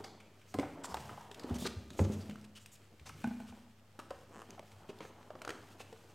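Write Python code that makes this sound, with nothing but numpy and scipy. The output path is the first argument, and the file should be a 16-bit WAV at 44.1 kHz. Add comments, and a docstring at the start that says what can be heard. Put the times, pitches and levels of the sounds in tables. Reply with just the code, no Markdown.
"""Cardboard boxes on a bed

Hands move small boxes and a thin tray about on a bed in a quiet bare room, mostly about a metre from
a phone microphone. Struck panels knock, edges and nails tick, the mattress thumps, the tray lands and
rocks. Card catches as it slides on card and cloth, and a tight flap creaks in small slips.
The room answers with a long soft tail; mains hum and hiss lie underneath."""
import sys
import numpy as np
from scipy import signal
from scipy.fft import rfft, irfft, next_fast_len
from scipy.io import wavfile
from scipy.ndimage import map_coordinates

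SR = 44100
rng = np.random.default_rng(int(sys.argv[2]) if len(sys.argv) > 2 else 0)


def wrap_up_sound(samples):
    """Save the sound to the file named by the first command line argument, as 16-bit audio."""
    columns = np.atleast_2d(samples).T
    # keep every value between -1 and 1, then stretch to whole-number steps
    tamed = np.clip(columns, -1, 1)
    steps = np.round(tamed * 32767).astype(np.int16)
    wavfile.write(sys.argv[1], SR, steps)


N = 270982

# card sliding about: (time [s], panel drone [dB], drone brightness [dB], surface rustle [dB])
SLIDES = [(0, -50.5, -0.5, -62.5), (.1, -60.5, 1.5, -75.5), (.49, -71.5, -3, -71.5), (.6, -54, 6, -61),
          (.8, -54, 3, -71), (1.02, -52.5, 5, -58), (1.2, -62.5, 9, -64), (1.39, -55, 2, -67),
          (1.5, -47, 3.5, -61), (1.63, -52.5, -2, -63), (1.85, -67.5, -7.5, -70),
          (2.15, -56.5, -9.5, -58.5), (2.51, -68.5, -0.5, -74.5), (3.0, -72, -2.5, -72),
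          (3.2, -71, -7, -63), (3.4, -61.5, 5, -65), (3.76, -73, 3, -75), (4.2, -63.5, 2, -70.5),
          (4.45, -59.5, -1.5, -69), (4.8, -63.5, 6.5, -67.5), (5.4, -57, 2, -71.5), (5.6, -59.5, 1, -65.5),
          (6.14, -63, 1.5, -68.5)]


def amp(db):
    """Gain of a dB value."""
    return 10 ** (np.asarray(db) / 20)


def unit(x):
    """x scaled to rms 1."""
    return x / np.sqrt(np.mean(x ** 2) + 1e-20)


def along(points, hz):
    """Reads (frequency [Hz], value) points on a log frequency axis."""
    f, values = np.transpose(points)
    return np.interp(np.log(hz + 1), np.log(f + 1), values)


def curves(rows):
    """One value per sample for each column after the time."""
    times, *columns = np.transpose(rows)
    return [np.interp(np.arange(N) / SR, times, column) for column in columns]


def wobble(rate):
    """A smooth random curve, rate knots a second."""
    return map_coordinates(rng.standard_normal(int(N * rate / SR) + 4), [np.arange(N) * rate / SR])


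def filtered(x, response):
    """x through a complex frequency response."""
    size = next_fast_len(len(x) + 4096)
    return irfft(rfft(x, size) * response(np.fft.rfftfreq(size, 1 / SR)), size)[:len(x)]


def coloured(x, spectrum):
    """x through a curve of (frequency [Hz], gain [dB]) points."""
    return filtered(x, lambda f: amp(along(spectrum, f)))


def peak(f, hz, width_hz):
    """One causal resonance of top gain 1."""
    return 1j * f * width_hz / (hz * hz - f * f + 1j * f * width_hz)


def low_pass(f, hz):
    """A causal two-pole roll-off."""
    return 1 / (1 + 1j * f / hz) ** 2


def brightened(x, split_hz, db):
    """x at rms 1, then its treble raised and its bass lowered by a dB curve."""
    low = filtered(unit(x), lambda f: 1 / (1 + (f / split_hz) ** 4))
    return amp(-db) * low + amp(db) * (unit(x) - low)


def add(track, at, sound):
    """Mixes a sound in at a time in seconds."""
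    part = track[..., round(at * SR):][..., :sound.shape[-1]]
    part += sound[..., :part.shape[-1]]


def ring(modes, t):
    """Damped modes (frequency [Hz], level [dB], t60 [s]), each at a slightly random strength."""
    return sum(amp(db + rng.normal(0, 1.64) - 60 * t / t60) * np.sin(2 * np.pi * hz * t)
               for hz, db, t60 in modes)


def friction(count, hz, tilt_db, width):
    """Broad tilted noise with one bright band whose width is a share of its pitch."""
    def colour(f):
        broad = 0.51 * amp(tilt_db * np.log2(f / hz + 1e-3)) * f * f / (f * f + 900 ** 2)
        return (peak(f, hz, width * hz) + broad) * low_pass(f, 16000)
    return unit(filtered(rng.standard_normal(count), colour))


def distance_db(at):
    """Distance of the hand in dB over 1 m: farther contacts carry that much more room."""
    # busy hand to microphone: (time [s], distance [m])
    reach = [(0, 2.54), (.7, 0.9), (1.2, 1.04), (1.5, 1.23), (2.0, 1.14), (2.4, 0.86), (3.0, 1.1),
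             (4.1, 1.2), (4.6, 0.38), (5.0, 1.2), (5.3, 0.41), (5.5, 1.13), (6.14, 0.92)]
    return 20 * np.log10(np.interp(at, *np.transpose(reach)) + 1e-3)


def background():
    """Room tone: steady hiss and a slightly wavering mains hum."""
    # noise floor: (frequency [Hz], relative density [dB])
    hiss_spectrum = [(25, -25), (50, -4), (70, -2), (140, 3), (190, -8), (230, -15), (300, -6), (520, -9.5),
                     (1500, -14), (3500, -21), (9000, -28.5), (16000, -19.5)]
    # mains harmonics: (frequency [Hz], rms level [dB])
    harmonics = [(100, -66), (200, -82)]
    t = np.arange(N) / SR
    hiss = unit(coloured(rng.standard_normal(N), hiss_spectrum))
    hum = sum(amp(db + wobble(6)) * np.sqrt(2) * np.sin(2 * np.pi * hz * t + 0.11 * wobble(3.6))
              for hz, db in harmonics)
    return amp(-70 + 0.74 * wobble(7.1)) * hiss + hum


def side_hiss():
    """A faint steady hiss that sets left apart from right."""
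    # hiss colour: (frequency [Hz], relative density [dB])
    spectrum = [(24, -43), (40, -13), (112, -3.5), (1660, -1.5), (5390, -6.5), (7840, -15.5), (13300, -4.5),
                (15800, -13)]
    return amp(-78) * unit(coloured(rng.standard_normal(N), spectrum))


def room(sent):
    """Bare walls return a diffuse tail, drawn anew every quarter second, and low standing waves."""
    # reverberation time: (frequency [Hz], t60 [s])
    decay = [(60, 0.94), (200, 0.86), (600, 0.63), (2000, 0.71), (6000, 0.58), (14000, 0.36)]
    # room modes: (frequency [Hz], level [dB], t60 [s])
    modes = [(70.2, 2.5, 0.69), (97, -11.5, 0.54), (150, -5.5, 0.41), (210.1, 1.5, 1.05), (241.2, -4, 1),
             (360, -44, 3.1)]
    diffuse, step, predelay_s = np.zeros(N), SR // 4, 0.006
    for start in range(0, N, step):
        bands, t, noise = signal.stft(rng.standard_normal(SR), SR, nperseg=512)
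        tail = signal.istft(noise * amp(-60 * t / along(decay, bands)[:, None]), SR, nperseg=512)[1]
        tail /= np.linalg.norm(tail)
        add(diffuse, start / SR + predelay_s, signal.fftconvolve(sent[start:start + step], tail))
    boom = lambda f: sum(amp(db) * peak(f, hz, np.log(1000) / np.pi / t60) for hz, db, t60 in modes)
    standing = filtered(np.pad(sent, (0, SR)), boom)[:N]
    return amp(-10) * diffuse + amp(8) * standing


def mattress_rumble():
    """The sliding movements lean on the mattress: a low lumpy rumble that follows the rustle."""
    rustle_db = curves(SLIDES)[-1]
    lumps = rng.standard_normal(N) * amp(4 * wobble(12))
    return amp(rustle_db - 1.5) * unit(filtered(lumps, lambda f: peak(f, 109, 90) ** 2))


def sliding_card():
    """Fibres catch in clumps, driving the panels (drone) and the surface (rustle)."""
    # rubbed panels: (frequency [Hz], relative density [dB])
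    drone_spectrum = [(71, -15), (120, 0), (125, -22), (157, 3), (353, 3), (838, -3), (989, -6),
                      (2500, -29), (3250, -24), (5500, -120)]
    # rubbed surface: (frequency [Hz], relative density [dB])
    rustle_spectrum = [(710, -42), (1200, 0.5), (1540, -2), (2040, -3), (3180, -3), (3620, -6.5),
                       (3910, -7), (8530, -10.5), (16000, -10)]
    drone_db, drone_bright_db, rustle_db = curves(SLIDES)
    rustle_bright_db = 0.09 * (rustle_db + 67)  # faster sliding is brighter
    catches = rng.standard_normal((2, N))
    catches[0] *= amp(2.5 * wobble(40) + 3 * wobble(300))
    catches[1] *= amp(1.5 * wobble(40) + 2.1 * wobble(600))
    drone = brightened(coloured(catches[0], drone_spectrum), split_hz=700, db=drone_bright_db)
    rustle = brightened(coloured(catches[1], rustle_spectrum), split_hz=4300, db=rustle_bright_db)
    return amp(drone_db) * drone + amp(rustle_db) * rustle


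def scuffs():
    """A brief stroke of card on card swells and stops, its fibres catching unevenly."""
    # strokes: (time [s], length [s], level [dB], bright band [Hz], tilt [dB/octave])
    strokes = [(.039, .012, -49.5, 4740, -7), (0.476, 0.057, -65.5, 6040, 3),
               (.835, .031, -46.5, 7600, -1.5), (0.886, 0.054, -57, 5160, 1),
               (1.541, 0.01, -50.5, 3050, 1.5), (1.549, 0.023, -51, 5960, -2.5),
               (1.585, 0.075, -48.5, 3600, 2.5), (1.646, 0.035, -43, 4220, -5),
               (1.663, 0.015, -41.5, 4100, -6), (1.663, 0.014, -39.5, 5000, -2),
               (1.97, 0.065, -53.5, 6760, 3), (2.037, 0.022, -53, 6200, -4),
               (2.117, 0.032, -55.5, 6500, -2), (2.2, 0.034, -59.5, 4700, -3),
               (2.441, 0.015, -59, 2500, -1.5), (2.551, 0.039, -54.5, 2962, -2),
               (2.596, 0.054, -65.5, 7300, 2), (2.714, 0.042, -58.5, 7150, 6), (2.75, 0.016, -60, 2530, 1),
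               (3.054, .057, -59.5, 6140, -2), (3.056, .027, -52, 900, -4), (3.471, 0.042, -62, 2760, -2.5),
               (4.457, 0.11, -61, 3070, -11.5), (4.886, 0.024, -54.5, 2680, -6),
               (5.007, 0.036, -57, 2700, -8.5), (5.01, 0.094, -65.5, 6300, 4),
               (5.793, 0.033, -53.5, 2590, -2.5)]
    out = np.zeros(N)
    for at, length, db, hz, tilt_db in strokes:
        swell = np.abs(np.sin(np.linspace(0, np.pi, round(length * SR)))) ** 0.55
        add(out, at, amp(db) * friction(len(swell), hz, tilt_db, width=0.1) * swell)
    return out * amp(0.55 * wobble(350))


def flap_creak():
    """A tight flap slips in small uneven steps that ring the card. Rows: direct, sent to the room."""
    # stick and slip: (time [s], slip rate [1/s], slip level [dB])
    slipping = [(4.31, 166, -45), (4.33, 170, -22.5), (4.37, 140, -19), (4.39, 88, -18), (4.44, 110, -23),
                (4.45, 110, -55)]
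    # flap resonances: (frequency [Hz], width [Hz], gain [dB])
    resonances = [(394, 170, 3), (1100, 280, 1), (1760, 360, -6), (3000, 580, -15.5), (7150, 2000, -19.5)]
    rate, db = curves(slipping)
    slip_count = np.floor(np.cumsum(rate * amp(wobble(60))) / SR)
    slips = np.diff(slip_count, prepend=0) * amp(1.5 * rng.standard_normal(N))
    slips *= db > -39  # silent outside the creak
    flap = lambda f: sum((-1) ** k * amp(gain_db) * peak(f, hz, width_hz)
                         for k, (hz, width_hz, gain_db) in enumerate(resonances))
    return amp(db) * filtered(slips, flap) * amp([[2], [-6]])


def mattress_thumps():
    """Weight lands softly on the mattress: one low damped tone with a rounded start."""
    # landings: (time [s], level [dB], pitch [Hz], t60 [s])
    landings = [(0.554, -43.5, 87.5, 0.26), (0.921, -43, 71.4, 0.13), (1.517, -26.5, 88, 0.097),
                (1.768, -32.5, 88.6, 0.14), (2.003, -21.5, 92.8, 0.31), (3.014, -39, 76, 0.046),
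                (3.128, -52, 94.2, 0.24), (3.237, -39, 121, 0.08), (3.498, -52.5, 90, 0.26),
                (4.099, -57.5, 71.6, 0.24), (4.728, -56, 95.4, 0.35)]
    out, t = np.zeros(N), np.arange(SR // 2) / SR
    attack = 1 - np.exp(-t / 0.0015)
    for at, db, hz, t60 in landings:
        add(out, at, amp(db - 60 * t / t60) * np.sin(2 * np.pi * hz * t) * attack)
    return out


def tray():
    """The thin tray rings hollow; harder contacts wake its upper modes."""
    # the tray lands and rocks: (time [s], level [dB], hardness [dB])
    contacts = [(3.243, -18.5, -1), (3.273, -26, -5.5), (3.31, -41.5, 7.5), (3.402, -43, 10.5),
                (3.457, -52, 0), (3.525, -46.5, 11)]
    # tray modes: (frequency [Hz], level [dB], t60 [s])
    modes = [(232.4, -4.5, 0.12), (490, -17, 0.036), (670, -16, 0.046), (803, -10, 0.03),
             (1494, -19.5, 0.042), (2400, -21.5, 0.022)]
    out, t = np.zeros(N), np.arange(SR // 3) / SR
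    attack, lowest_hz = 1 - np.exp(-t / 0.0004), modes[0][0]
    for at, db, hard_db in contacts:
        struck = [(hz, level + hard_db * (hz > lowest_hz), t60) for hz, level, t60 in modes]
        add(out, at, amp(db) * ring(struck, t) * attack)
    return out


def edge_ticks():
    """An edge or nail snaps, with a burst of noise that dies at once. Rows: direct, sent to the room."""
    # small contacts: (time [s], level [dB], bright band [Hz], tilt [dB/octave])
    contacts = [(.043, -43.5, 4400, -3), (0.202, -50, 2260, -3.5), (.416, -56, 2470, -4.5),
                (.541, -37, 2330, -0.5), (.587, -36.5, 2250, -4.5), (.596, -35.5, 2020, -4),
                (.943, -33.5, 3700, 3), (.969, -37, 2480, -4.5), (1.209, -53, 6000, 0),
                (1.314, -41, 3340, -3.5), (1.345, -42.5, 3170, -1.5), (1.396, -41.5, 4760, -1.5),
                (1.435, -43.5, 4230, -5), (1.496, -49, 3250, 2), (1.585, -40, 3480, 3),
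                (1.67, -35, 2740, -16), (1.904, -42.5, 4000, -3), (1.933, -50, 3530, 1),
                (1.992, -29.5, 2200, -8.5), (2.297, -42, 2500, -4), (2.31, -44, 2590, -6),
                (2.357, -46, 1230, -4), (2.413, -53, 4950, 3), (2.66, -41.5, 2460, 2),
                (2.996, -49, 2370, -5.5), (3.092, -43, 2570, 2), (3.241, -41, 2480, -3),
                (3.274, -47, 2400, 8), (3.401, -53, 2660, 2), (3.991, -42.5, 1290, -2),
                (3.998, -44.5, 2630, -1), (4.106, -39, 1347, -4.5), (4.406, -50, 1110, -4),
                (4.418, -46, 2680, 4), (4.506, -40.5, 6340, -2), (4.594, -41, 2270, -1),
                (4.718, -48, 2250, 0), (4.987, -52, 3530, 0), (5.006, -38, 1060, -7.5),
                (5.052, -45, 1590, -12), (5.229, -48, 1500, -6), (5.305, -40, 1280, -8),
                (5.354, -44.5, 1300, -7), (5.392, -49, 3000, -16), (5.418, -36.5, 1390, -2.5),
                (5.449, -35.5, 1450, -4), (5.477, -33, 1410, -6), (5.492, -30, 1400, -5),
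                (5.504, -31, 1670, -5), (5.927, -46, 2730, -4.5), (5.961, -52, 1000, -7)]
    out, t = np.zeros((2, N)), np.arange(SR // 12) / SR
    attack, send_db = 1 - np.exp(-t / 0.00036), 6
    for at, db, hz, tilt_db in contacts:
        t60 = 0.023 * amp(0.82 * distance_db(at))  # the far, larger boxes tick longer
        envelope = attack * amp(-60 * t / t60 * [[1], [7]])  # the room mostly hears the sharp front
        burst = friction(len(t), hz, tilt_db, width=0.12) * envelope * [[0.611], [1.786]]
        snap = 1.22 * np.sin(2 * np.pi * hz * t + 0.063) * np.exp(-1.2 * hz * t)
        snap = filtered(snap, lambda f: 1 - 1 / (1 + 1j * f / 250))  # too small to push bass
        add(out, at, amp([[db], [db + send_db + distance_db(at)]]) * (burst + snap))
    return out


def box_knocks():
    """Each blow rings a panel; card is lossy, so the ring is partly rough. Rows: direct, room send."""
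    # blows on the boxes: (time [s], level [dB], panel pitch [Hz], overtone level [dB])
    blows = [(.004, -40, 405, -11), (0.044, -39, 776, -9), (.542, -29.5, 754, -2), (.548, -27.5, 297, 0),
             (.588, -20.5, 286.7, 2.5), (.628, -24.5, 764, -9), (.842, -28, 980, 0.5),
             (.919, -33.5, 920, -12), (.943, -26, 895, -11), (.95, -32, 890, -13), (.97, -29, 823, -11.5),
             (1.093, -33, 1260, -15), (1.176, -35, 830, -22), (1.209, -41.5, 920, -10),
             (1.31, -41.5, 413, -26), (1.443, -30, 282, -13), (1.508, -28, 240, -20),
             (1.558, -34.5, 204, -16), (1.614, -34.5, 197, -8), (1.653, -26, 377, -25),
             (1.655, -26, 1206, -6), (1.904, -39, 275, -16), (1.991, -17.5, 370, -11),
             (2.011, -21.5, 198, -10), (2.049, -30, 342, -15), (2.099, -25.5, 215, -19),
             (2.294, -36.5, 207.6, -8), (3.094, -33, 1310, -16), (3.147, -44.5, 200, -7),
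             (3.99, -39, 381, 3.5), (3.996, -34.5, 1194, -17), (4.108, -30.5, 543, -15),
             (4.418, -37, 1036, -14), (4.579, -39, 787, -6), (4.593, -38.5, 640, -2),
             (4.626, -43, 682, -10), (4.893, -32, 392, -7), (5.007, -37, 307, 0.5), (5.049, -42, 506, 2),
             (5.304, -34, 610, -15), (5.352, -34, 523, -10), (5.417, -40, 630, -11), (5.45, -38, 490, 4),
             (5.475, -33, 486, -14), (5.492, -31.5, 490, -4), (5.504, -35.5, 400, -7), (5.802, -38, 508, 1),
             (5.926, -38, 465, -3)]
    # panel overtones: (pitch [ratio], level [dB], t60 [ratio])
    overtones = [(1.55, 1.5, 0.31), (2.15, -4, 0.5), (3.5, -8, 0.75), (6.3, -19, 0.14)]
    out, t = np.zeros((2, N)), np.arange(SR // 6) / SR
    attack, rough_share, send_db = 1 - np.exp(-t / 0.00048), 0.44, 0.5
    for at, db, hz, over_db in blows:
        t60 = 0.054 * (hz / 500) ** -0.45 * amp(0.1 * (db + 32))  # low panels and hard blows ring longer
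        upper = [(hz * ratio, level + over_db, t60 * share) for ratio, level, share in overtones]
        tone = ring([(hz, 0, t60)] + upper, t)
        rattle = unit(filtered(rng.standard_normal(len(t)), lambda f: peak(f, 0.99 * hz, 1.2 * hz) ** 2))
        knock = (1 - rough_share) * tone + rough_share * rattle * amp(-60 * t / t60)
        knock = filtered(knock * attack, lambda f: low_pass(f, 1680))  # fingers and cloth are soft
        add(out, at, amp([[db], [db + send_db + distance_db(at)]]) * knock)
    return out


def scene():
    """One microphone near the bed feeds both channels; only a faint hiss tells them apart."""
    impacts = box_knocks() + edge_ticks() + tray() + mattress_thumps()
    direct, sent = impacts + scuffs() + sliding_card() + flap_creak() + mattress_rumble()
    mid = direct + room(sent) + background()
    side = side_hiss()
    return np.array([mid + side, mid - side])


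def record(dry):
    """The phone cuts deep bass, dips in the treble and is band-limited; its converter sits off zero."""
    # phone microphone response: (frequency [Hz], gain [dB])
    microphone = [(20, -3.5), (8000, 0), (8900, 0), (9500, -7.5), (10300, -4), (13000, -6.5),
                  (16000, -11.5)]
    bass_hz, top_hz, offset = 62, 15850, -0.0005
    low_cut = lambda f: (f / bass_hz) ** 8 / (1 + (f / bass_hz) ** 8) + 0.16
    phone = lambda f: (f < top_hz) * amp(along(microphone, f)) * low_cut(f)
    return np.array([filtered(channel, phone) for channel in dry]) + offset


dry = scene()
out = record(dry)
wrap_up_sound(out)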